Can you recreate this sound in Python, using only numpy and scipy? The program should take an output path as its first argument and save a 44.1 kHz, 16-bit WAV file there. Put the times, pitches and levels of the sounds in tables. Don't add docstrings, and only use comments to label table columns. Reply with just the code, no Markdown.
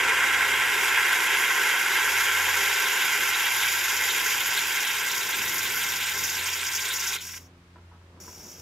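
import sys
import numpy as np
from scipy import signal
from scipy.fft import rfft, irfft, next_fast_len
from scipy.io import wavfile
from scipy.ndimage import uniform_filter1d

SR = 44100
rng = np.random.default_rng(int(sys.argv[2]) if len(sys.argv) > 2 else 0)


def master_out(mix):
    frames = np.transpose(np.atleast_2d(mix))
    ceiling = np.clip(frames, -1, 1)
    pcm = np.round(ceiling * 32767).astype(np.int16)
    wavfile.write(sys.argv[1], SR, pcm)


N = 379701
TAPS = 4096
HZ = np.maximum(np.fft.rfftfreq(TAPS, 1 / SR), 1)
TIME = np.arange(N) / SR

# t/s, level/dB
FLAME_ROAR = [(0, -23), (.6, -24), (1.5, -25), (2.7, -26), (3.5, -28), (4.4, -29.5), (5.4, -31),
              (6.3, -33.5), (7.16, -35.5)]
# f/Hz, width/Hz, level/dB, left minus right/dB
CASE_MODES = [(404, 133, -9.5, 2), (531, 49, -13, -3), (940, 350, -11, -0.5), (1043, 108, -9.5, -1),
              (1370, 80, -4, 0), (1542, 184, -1.5, -0.5), (1790, 90, -5.5, 6), (1951, 105, -3, -5.5),
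              (2113, 147, -1.5, -2.5), (2322, 280, -7, -4), (2468, 45, -3.5, -1), (2630, 280, -8, -5),
              (2820, 130, -11, -10), (2944, 190, -11, 2), (3133, 104, -6.5, 1.5), (3310, 133, -7, -3.5),
              (3577, 300, -10.5, -2), (3730, 160, -9.5, -0.5), (3910, 45, -11, 4), (4046, 89, -14, 0),
              (4196, 160, -17.5, -2), (4370, 97, -21, 0)]
# f/Hz, width/Hz, level/dB, left minus right/dB
BURNER_MODES = [(266, 230, -25.5, -1), (1635, 94, -3.5, 2)]
# from f/Hz, to f/Hz, level against full roar/dB, share of shrinking followed,
# share of top-hiss swell followed, waver/dB, flicker/dB, grain/dB, drop while a spurt is wide open/dB
CASE_BANDS = [(0, 700, -19.5, 1.02, .01, 1.5, 0.5, -0.5, -1),
              (700, 2200, 0.21, 1.046, .01, 0.18, 0.75, 0.77, 2),
              (2200, 3400, -5.5, 0.51, 0.24, -0.62, 0.9, 1.45, 6.5),
              (3400, 5000, -16.5, 0.066, 0.16, -0.5, 1.6, 0.9, 5.5)]
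# t/s, change/dB
FLAME_FLARES = [(4.525, 2), (6.87, 3), (7.125, 1.5), (7.235, 4), (7.254, 4), (7.295, 7), (7.325, -7.5),
                (7.341, 8), (7.355, -10), (7.375, 3.5), (7.398, 5.5)]
FLARE_S = 0.0036


def flame(eddy, pops):
    full_db, first_top_db = FLAME_ROAR[0][1], JET_LEVELS[0][2]
    low_db, top_db = curves(JET_LEVELS)[:2]
    shrink_db = curves(FLAME_ROAR)[0] - full_db
    steam_db = top_db - first_top_db
    shut_db = valve()[0]
    flare_db = sum(rise_db * np.exp(-((TIME - s) / FLARE_S) ** 2) for s, rise_db in FLAME_FLARES)
    surge = spurts()[0][0]
    open_share = surge / (surge + undb(low_db))
    roar = 0
    for lo, hi, db, share, fed, waver_db, flicker_db, grain_db, starve_db in CASE_BANDS:
        level_db = full_db + db + share * shrink_db + fed * steam_db
        level_db = level_db + flare_db + shut_db - starve_db * open_share
        flow = undb(level_db) * flutter(eddy, waver_db, flicker_db, grain_db)
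        roar = roar + turbulence(flow, band(CASE_MODES + BURNER_MODES, lo, hi), pops)
    return roar


def popping(rate_per_s=400, size_db=12):
    ignites = rng.random(N) < rate_per_s / SR
    return ignites * undb(size_db) * np.tanh(rng.standard_normal(N))


# t/s, low hiss level/dB, top hiss level/dB, sheen above it level/dB,
# highest air level/dB
JET_LEVELS = [(0, -36.5, -42.5, -45.5, -51.5), (.6, -36.5, -40.5, -43, -48), (1.5, -34.5, -38, -40.5, -47),
              (2.5, -33.5, -39, -38, -47), (3.5, -33, -37.5, -38, -46), (4.3, -32, -39, -36.5, -44),
              (4.7, -35, -40, -40.5, -43.5), (5.1, -36, -42.5, -40.5, -45), (5.7, -36, -43, -40.5, -44),
              (6.05, -35.5, -43.5, -40.5, -45.5), (6.5, -36.5, -45, -43, -46),
              (7.16, -36.5, -42.5, -46.5, -45)]
# f/Hz, width/Hz, level/dB, left minus right/dB
NOZZLE_MODES = [(4860, 510, -0.5, 0.5), (5625, 740, 0, 1), (6276, 180, 1, 1), (6450, 130, -2.5, 2),
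                (6680, 200, 0.5, 2), (6860, 110, 2, -4), (7045, 155, 3.5, 1), (7110, 720, -3.5, -1.5),
                (7225, 100, -1, -2), (7400, 120, -6, -2), (7610, 110, -8, -1), (7830, 130, -7, -1),
                (7820, 920, -14.5, -2), (8120, 161, -12.5, -2), (8600, 570, -13.5, 1), (8970, 176, -13, 0),
                (9470, 310, -21, 1), (9260, 130, -13.5, 3), (9500, 106, -19, 0), (10050, 530, -11.5, 9),
                (10970, 1060, -3.5, -1), (11400, 160, -4.5, 0), (10400, 160, -10, -4), (11670, 270, -6, 4),
                (12260, 260, -6, 5), (12580, 870, -2, 0), (13000, 200, -9, -6), (13400, 500, -5, 1),
                (13850, 700, -6, 0.5), (14250, 400, -10, 3), (14900, 900, -13.5, 1), (15600, 500, -17, -1)]
SPUTTER_FROM_S, SPUTTER_DB_PER_S = 2.2, 0.4
TOP_SPUTTER = 0.55
MIDDLE_DB, MIDDLE_DB_PER_S = -41, -0.5
SPURT_SLIT_DB = 2.5


def jets(eddy, pops):
    low_db, top_db, sheen_db, air_db = curves(JET_LEVELS)
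    (low_surge, top_surge), choke_db = spurts()
    flow = flutter(eddy, 0.24, 0.56, 1.0) * undb(valve()[1])
    before_turns = TIME < VALVE_TURNS[0][0]
    dryness_db = SPUTTER_DB_PER_S * np.maximum(TIME - SPUTTER_FROM_S, 0) * before_turns
    sputter = undb(dryness_db * walk(90) + choke_db)
    low = turbulence(flow * (undb(low_db) * sputter + low_surge), band(NOZZLE_MODES, 0, 7500), pops)
    slit = turbulence(flow * low_surge * undb(SPURT_SLIT_DB), SLIT_MODES, pops)
    middle_flow = flow * undb(MIDDLE_DB + MIDDLE_DB_PER_S * TIME)
    middle = turbulence(middle_flow, band(NOZZLE_MODES, 7500, 9700), pops)
    top_sputter_db = (0.54 + TOP_SPUTTER * dryness_db) * walk(60)
    bright = flow * (undb(top_db + top_sputter_db) + top_surge)
    top = turbulence(bright, band(NOZZLE_MODES, 9700, 11900), pops)
    sheen = turbulence(bright * undb(sheen_db - top_db), band(NOZZLE_MODES, 11900, 13200), pops)
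    air = turbulence(bright * undb(air_db - top_db), band(NOZZLE_MODES, 13200, 20000), pops)
    return low + slit + middle + top + sheen + air


# t/s, low hiss peak level/dB, top hiss peak level/dB, length/s
STEAM_SPURTS = [(2.568, -25, -38, 0.028), (2.866, -45, -33, .02), (3.122, -38, -36, .025),
                (3.278, -24, -36, 0.023), (3.3923, -36, -33, .02), (3.517, -32, -32, 0.028),
                (3.57, -28, -40, 0.018), (3.68, -36, -31, .03), (3.837, -33, -26, .02),
                (3.88, -29, -30, 0.022), (3.964, -23, -32, .02), (4.05, -31, -33, 0.022),
                (4.238, -30, -31, .025), (4.26, -26, -40, .02), (4.343, -28, -40, .01),
                (4.395, -40, -31, 0.018), (4.4173, -31, -40, .01), (4.59, -28, -40, .04),
                (4.43, -27, -40, 0.011), (4.4604, -47, -23, 0.03), (4.684, -32.5, -33, 0.025),
                (4.75, -33, -38, 0.023), (4.8, -21, -41, 0.017), (4.869, -25, -40, .012),
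                (4.906, -26, -40, .012), (4.982, -26, -38, 0.025), (5.0818, -31, -43, .01),
                (5.114, -21, -34, 0.012), (5.144, -23, -30, 0.025), (5.175, -21, -30, 0.029),
                (5.223, -26, -34, 0.023), (5.288, -40, -30, .01), (5.305, -29, -32, 0.012),
                (5.355, -35, -31, 0.023), (5.42, -22, -28, 0.025), (5.449, -30, -24, .01),
                (5.526, -35, -29, .03), (5.475, -20, -36, 0.025), (5.58, -23, -32, 0.01),
                (5.626, -29, -26, 0.025), (5.6884, -31, -39, 0.025), (5.714, -31, -28, .03),
                (5.755, -23, -25, 0.05), (5.805, -40, -27, .01), (5.835, -23, -42, .012),
                (5.884, -20.5, -32, 0.033), (5.956, -22, -33, 0.023), (6.0584, -37, -46, 0.02),
                (6.0875, -34, -42, .01), (6.136, -25, -36, .03), (6.173, -20, -25, 0.051),
                (6.234, -16, -24, 0.065), (6.294, -26, -29, 0.045), (6.346, -21, -35, 0.013),
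                (6.424, -28, -42, .012), (6.455, -20, -28, 0.021), (6.498, -24, -38, 0.017),
                (6.5286, -26, -39, 0.021), (6.5709, -28, -44, .01), (6.6049, -30.5, -46, 0.025),
                (6.635, -26, -44, 0.025), (6.663, -17, -37, 0.025), (6.718, -21.5, -38, 0.025),
                (6.748, -16, -30, 0.025), (6.802, -21, -45, 0.031), (6.85, -23, -44, .01),
                (6.936, -22, -33, 0.025), (6.955, -21, -39, 0.022), (6.992, -17.5, -33, 0.021),
                (7.028, -23, -41, 0.021), (7.068, -15, -37, 0.01), (7.085, -18, -38, 0.018),
                (7.115, -31, -42, .015), (7.146, -30, -46, .015)]
SPURT_RISE_S, SPURT_SAG_T60_S, SPURT_STOP_T60_S = 0.0014, 0.26, 0.049
SPURT_CREST_DB = 17.5
CHOKE_DB, CHOKE_LEAD_S, CHOKE_S = 2, 0.0061, 0.0038


def spurts():
    surge, choke_db = np.zeros((2, N)), np.zeros(N)
    for s, low_peak_db, top_peak_db, length_s in STEAM_SPURTS:
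        near = slice(int((s - .05) * SR), int((s + .2) * SR))
        age = np.maximum(TIME[near] - s, 0)
        rise = 1 - np.exp(-age / SPURT_RISE_S)
        sag = undb(-SPURT_CREST_DB - 60 * age / SPURT_SAG_T60_S)
        stop = undb(-60 * np.maximum(age - length_s, 0) / SPURT_STOP_T60_S)
        surge[:, near] += undb([[low_peak_db], [top_peak_db]]) * rise * sag * stop
        choke_db[near] -= CHOKE_DB * np.exp(-((TIME[near] - s + CHOKE_LEAD_S) / CHOKE_S) ** 2)
    return surge, choke_db


# f/Hz, width/Hz, level/dB, left minus right/dB
SLIT_MODES = [(4900, 490, -12, -3), (5100, 200, -9, 0), (5440, 120, 0, -2), (5590, 220, 6, 4),
              (5820, 100, 6, 0), (6110, 90, 3, 0), (6290, 210, 0, -0.5), (6620, 250, -6, 0),
              (6880, 400, -4, -3), (13600, 1200, -12, 0), (15000, 1500, -18, 0)]


def leak(eddy):
    return turbulence(undb(valve()[2]) * flutter(eddy, .4, 1.4, 0.87), SLIT_MODES)


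# t/s, travel/s, flame level against open/dB, jets level against open/dB, slit whistle level/dB
VALVE_TURNS = [(7.163, 0.014, -10.5, -12.5, -75), (7.203, 0.01, -14, -7.5, -43.5),
               (7.376, 0.011, -26, -17, -56), (7.39, .06, -36, -29.5, -59), (7.465, .05, -43, -58, -95),
               (8.197, .005, -27.5, -18, -49)]


def valve():
    rows, last = [], (0, 0, VALVE_TURNS[0][-1])
    for s, travel_s, *setting in VALVE_TURNS:
        rows += [(s, *last), (s + travel_s, *setting)]
        last = setting
    return curves(rows)


# t/s, peak level/dB, f/Hz
THIN_SQUEAKS = [(4.1727, -31, 8750), (4.4605, -39, 7900), (4.5356, -32, 8800), (4.5683, -30.5, 8250),
                (4.7334, -36, 8050), (4.8676, -33, 8590), (4.9539, -34, 8300), (5.0267, -34.5, 8380),
                (5.0791, -32, 8300), (5.3425, -30, 8360), (5.6917, -35, 8300), (5.8269, -30, 8670),
                (5.8683, -33, 8080), (6.0554, -28.5, 8300), (6.0912, -33, 8330), (6.2385, -40, 8700),
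                (6.438, -26, 8550), (6.6118, -31, 8910), (6.636, -32, 8800), (6.7134, -29, 8480),
                (6.7882, -37.5, 8300), (6.882, -26, 8800), (7.1389, -32, 8800)]
# t/s, peak level/dB, f/Hz
WET_PUFFS = [(2.7074, -32, 3200), (2.8494, -23, 3140), (2.995, -20, 3010), (3.014, -23, 3350),
             (3.3343, -22, 3300), (3.39, -27, 3160), (3.452, -21, 3270), (3.5973, -26, 3260),
             (3.615, -19, 3150), (3.6715, -24, 3200), (4.085, -23, 3360), (4.095, -23, 3670),
             (4.145, -37, 3150), (4.3919, -31, 3280), (4.5501, -23, 3180), (4.5697, -19, 4150),
             (4.7096, -33, 3720), (4.8512, -23, 3320), (4.9353, -30, 3350), (5.018, -29, 3310),
             (5.093, -20.5, 3590), (5.136, -31, 3290), (5.0762, -26, 3140), (5.2, -34, 3400),
             (5.32, -24, 3600), (5.38, -26, 3260), (5.6, -30, 3740), (5.654, -27, 3720),
             (5.8057, -23, 3320), (6.016, -24, 3540), (6.0592, -24, 3880), (6.321, -30, 3320),
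             (6.3764, -24, 3900), (6.489, -33, 3360), (6.5894, -26, 3740), (6.775, -28, 3320),
             (6.8477, -24, 3720), (6.8996, -21.5, 3490), (7.127, -24, 3670), (7.174, -33, 3700),
             (7.196, -32.5, 3200)]
PUFF_RING, PUFF_RING_DB = 0.58, -7


def squeaks():
    thin = puffs(THIN_SQUEAKS, crest_db=7.5, width_hz=1000, length_s=0.0057, glide=0.0085)
    wet = puffs(WET_PUFFS, crest_db=8.0, width_hz=1240, length_s=.011, glide=0.039)
    ring = resonances(band(CASE_MODES, 2900, 4500)) ** PUFF_RING
    return thin + colour(wet, ring * windshield() * undb(PUFF_RING_DB))


def puffs(rows, crest_db, width_hz, length_s, glide):
    out, age = np.zeros(N + SR), np.arange(SR // 5) / SR
    sos = signal.butter(2, width_hz / 2, fs=SR, output="sos")
    swell = age / length_s * np.exp(1 - age / length_s)
    for s, db, hz in rows:
        noise = rng.standard_normal((2, len(age)))
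        a, b = signal.sosfilt(sos, noise) / np.sqrt(width_hz / SR)
        turn = 2 * np.pi * hz * np.cumsum(1 + glide * (age / length_s - 1)) / SR
        tone = a * np.cos(turn) + b * np.sin(turn)
        start = int(s * SR)
        out[start:start + len(age)] += undb(db - crest_db) * swell * tone
    return out[:N]


# t/s, level/dB, scrape t60/s, tone f/Hz, fall away from the tone/dB per octave,
# factor on the mode ring times (short where the hand damps it)
STOVE_KNOCKS = [(5.39, -40, 0.17, 235, 24, 1), (7.759, -44, .03, 970, 7, 0.55),
                (7.768, -47, .03, 1100, 3, .5), (7.782, -49, .04, 1300, 4, .5),
                (7.915, -49, .08, 970, 20, 1.3), (7.93, -50, .08, 900, 6, 1),
                (7.955, -51, 0.05, 970, 22, 1), (8.015, -52, .04, 975, 10, .7), (8.1, -52, .04, 345, 24, 1),
                (8.172, -48, .04, 335, 26, 1), (8.174, -51, .1, 970, 10, .6),
                (8.201, -49, .012, 2200, 4, .5), (8.247, -43, .015, 850, 8, .35),
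                (8.26, -51, .03, 400, 8, 1), (8.28, -38, 0.015, 1100, 4.4, .35),
                (8.292, -45, .03, 900, 4, .35), (8.33, -52, .03, 800, 6, .4),
                (8.358, -53, .03, 1200, 6, .4), (8.388, -52, .02, 1000, 6, .4),
                (8.445, -43, 0.1, 235, 18, 1), (8.465, -48, .06, 330, 14, 1),
                (8.452, -53, .04, 1100, 4, .4)]
# f/Hz, level/dB, t60/s
KNOB_MODES = [(233, -1, 0.18), (350, 0.5, 0.11), (450, -3, 0.1), (638, -2, .04), (745, -3, 0.044),
              (856, -1, .03), (977, 1, 0.08), (1130, -3, .03), (1290, 1.5, 0.04), (1420, -7, .025),
              (1595, -11, 0.06), (1982, -10, 0.027), (2500, -13, .03)]
KNOCK_RISE = .08
KNOCK_TAP, KNOCK_PUSH_S = 0.98, .0005


def knocks():
    out, age = np.zeros(N + SR), np.arange(SR // 4) / SR
    hz, db, t60 = np.transpose(KNOB_MODES)[:, :, None]
    for s, peak_db, scrape_s, tone_hz, slope_db, free in STOVE_KNOCKS:
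        near_db = -slope_db * np.abs(np.log2(hz / tone_hz))
        decay = undb(db + near_db - 60 * age / (free * t60))
        ring = np.sum(decay * np.sin(2 * np.pi * hz * age), axis=0)
        ring = ring * np.tanh(age / KNOCK_PUSH_S)
        rise = 1 - np.exp(-age / (KNOCK_RISE * scrape_s))
        push = rng.standard_normal(len(age)) * undb(-60 * age / scrape_s) * rise
        push[0] = KNOCK_TAP * np.sqrt(np.sum(push ** 2))
        push = push / np.sqrt(np.sum(push ** 2))
        sound = signal.fftconvolve(ring, push)[:len(age)]
        start = int(s * SR)
        out[start:start + len(age)] += undb(peak_db) * sound
    return out[:N]


# t/s, first order level/dB, second order level/dB, third order level/dB, fourth order level/dB
ENGINE_ORDERS = [(0, -56, -61, -57, -60), (.45, -55, -62.5, -60.5, -69), (1.3, -61, -68, -69, -72),
                 (1.8, -68.5, -66, -65, -63), (2.1, -56, -70, -75, -70), (2.5, -50.5, -71, -74, -72),
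                 (3.0, -68, -63.5, -66, -59), (3.6, -57, -75, -67, -64), (4.2, -61, -71, -71, -70),
                 (4.8, -64, -68, -63, -68), (5.15, -63, -69, -68, -68), (5.55, -57, -64, -58, -54),
                 (5.9, -55, -57.5, -61, -68), (6.2, -54, -56.5, -70, -70), (6.45, -54.5, -72, -68, -66),
                 (6.9, -57, -67, -75, -67), (7.2, -58, -63, -66.5, -64), (7.45, -55, -60.5, -62.5, -77),
                 (7.65, -58, -62, -70, -72), (7.9, -52.5, -64, -76, -69), (8.33, -53.5, -63.5, -76, -71),
                 (8.45, -63, -70, -70, -74), (8.61, -52, -69, -66, -70)]
ENGINE_HZ = 86.9


def engine():
    turn = 2 * np.pi * ENGINE_HZ * np.cumsum(1 + 0.002 * walk(3.02)) / SR
    hum = 0
    for order, db in enumerate(curves(ENGINE_ORDERS), start=1):
        hum = hum + undb(db + 1.1 * walk(10)) * np.sin(order * turn)
    return np.sqrt(2) * hum


# f/Hz, level per Hz/dB
CAMP_SPECTRUM = [(20, -13), (40, -7.5), (70, -3), (130, -2.5), (220, -7), (350, -7), (600, -11),
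                 (1000, -13.5), (2500, -22.5), (5000, -29), (10000, -38), (16000, -47)]
# t/s, level/dB
CAMP_BREEZE = [(0, -49.5), (1, -59), (2.5, -59), (4, -55.5), (5, -55), (5.4, -49.5), (5.7, -52),
               (6.2, -52.5), (7.4, -59.5), (7.75, -59), (8.05, -57), (8.25, -52.5), (8.61, -55)]
RUMBLE_DB, RUMBLE_HZ = -55.5, 70
AIR_HZ, AIR_DB = 1300, -53.5


def camp(wide_hz=900):
    gain = shape(CAMP_SPECTRUM)
    gain = gain / np.sqrt(np.mean(gain ** 2))
    deep = 1 / (1 + (HZ / RUMBLE_HZ) ** 8)
    high = 1 / (1 + (AIR_HZ / HZ) ** 4)
    breeze = undb(curves(CAMP_BREEZE)[0] + 1.3 * walk(8))
    mid, side = breeze * rng.standard_normal((2, N))
    air = colour(undb(AIR_DB) * rng.standard_normal((2, N)), gain * np.sqrt(high))
    gain = gain * np.sqrt(1 - high)
    rumble = colour(undb(RUMBLE_DB) * rng.standard_normal(N), gain * np.sqrt(deep))
    middle = colour(mid, gain * np.sqrt(1 - deep))
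    wide = colour(side, gain / (1 + (wide_hz / HZ) ** 3)) * np.array([[1], [-1]])
    return rumble + middle + wide + air


# f/Hz, level against the common part/dB
STEREO_SPREAD = [(300, -57), (700, -16), (1300, -27.5), (1600, -25), (1900, -12.5), (3000, -14.5),
                 (3600, -19), (4300, -5.5), (4800, -13.5), (5500, -8.5), (6400, -12.5), (7000, -14),
                 (7500, -5), (8900, -8), (10200, -0.5), (10700, -10), (12300, -9.5), (14000, -3.5),
                 (15400, 5)]
BLUR_HZ = 696


def turbulence(gain, modes, pops=0):
    common, wide = rng.standard_normal((2, N))
    ring = resonances(modes)
    blurred_power = uniform_filter1d(np.mean(ring ** 2, axis=0), int(BLUR_HZ * TAPS / SR))
    blurred = np.sqrt(np.abs(blurred_power))
    direct = colour(gain * (common + pops), ring * windshield())
    echoes = colour(gain * wide, blurred * shape(STEREO_SPREAD))
    return direct + echoes * np.array([[1], [-1]])


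# f/Hz, width/Hz, depth/dB
WINDSHIELD_DIPS = [(630, 17, 15), (1698, 27, 10), (1824, 22, 6), (2006, 19, 12), (2203, 24, 3.5),
                   (2450, 25, 7), (2875, 25, 3), (3050, 25, 6), (3210, 25, 9), (3370, 30, 8.5),
                   (3620, 30, 4.5), (5370, 45, 3), (5870, 40, 4), (6050, 69, 6), (6900, 40, 5),
                   (7130, 37, 6), (7310, 40, 8), (7520, 40, 4), (7710, 40, 4), (7900, 50, 4), (8000, 50, 3),
                   (8580, 50, 4), (8800, 50, 0), (9870, 60, 9), (10400, 70, 8), (11200, 97, 8),
                   (11900, 70, 4), (12500, 60, 3), (12640, 50, 2), (13080, 90, 3), (14100, 60, 5),
                   (14460, 70, 7)]


def windshield():
    hz, width, depth_db = np.transpose(WINDSHIELD_DIPS)[:, :, None]
    return undb(-np.sum(depth_db / (1 + ((HZ - hz) / (width / 2)) ** 2), axis=0))


def flutter(eddy, slow_db, quick_db, grain_db):
    return undb(slow_db * walk(12) + quick_db * walk(60) + grain_db * eddy)


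def walk(rate_hz):
    k = int(SR / rate_hz)
    held = np.repeat(rng.standard_normal(N // k + 1), k)
    w = uniform_filter1d(uniform_filter1d(held, k), k)[:N]
    return w / w.std()


def resonances(modes):
    hz, width, db, pan_db = np.transpose(modes)[:, :, None]
    bell = 1 / (1 + ((HZ ** 2 - hz ** 2) / (HZ * width)) ** 2)
    power = np.array([np.sum((undb(db + ear * pan_db / 2) * bell) ** 2, axis=0) for ear in (1, -1)])
    return np.sqrt(power / power.mean())


def band(modes, lo, hi):
    return [m for m in modes if lo <= m[0] < hi]


def colour(x, gain):
    fold = np.r_[1, np.full(TAPS // 2 - 1, 2), 1, np.zeros(TAPS // 2 - 1)]
    cepstrum = irfft(np.log(gain + 1e-6))
    response = irfft(np.exp(rfft(cepstrum * fold)))
    return signal.oaconvolve(np.atleast_2d(x), np.atleast_2d(response), axes=1)[:, :N]


def shape(points):
    hz, db = np.transpose(points)
    return undb(np.interp(np.log(HZ), np.log(hz), db))


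def curves(rows):
    s, *columns = np.transpose(rows)
    return [np.interp(TIME, s, c) for c in columns]


def undb(db):
    return 10 ** (np.asarray(db) / 20)


def scene():
    eddy, pops = walk(500), popping()
    stove = flame(eddy, pops) + jets(eddy, pops) + leak(eddy) + squeaks() + knocks()
    return stove + engine() + camp()


MONO_HZ, TOP_HZ, LEFT_LAG_S = 870, 15720, .9e-5


def record(dry):
    size = next_fast_len(N)
    hz = np.fft.rfftfreq(size, 1 / SR)
    left, right = rfft(dry, size)
    left = left * np.exp(-2j * np.pi * hz * LEFT_LAG_S)
    mid = (left + right) / 2
    side = (left - right) / 2 / (1 + (MONO_HZ / (hz + 1)) ** 8)
    wet = irfft(mid + side * np.array([[1], [-1]]), size)[:, :N]
    return signal.sosfilt(signal.ellip(14, .2, 70, TOP_HZ, fs=SR, output="sos"), wet)


dry = scene()
out = record(dry)
master_out(out)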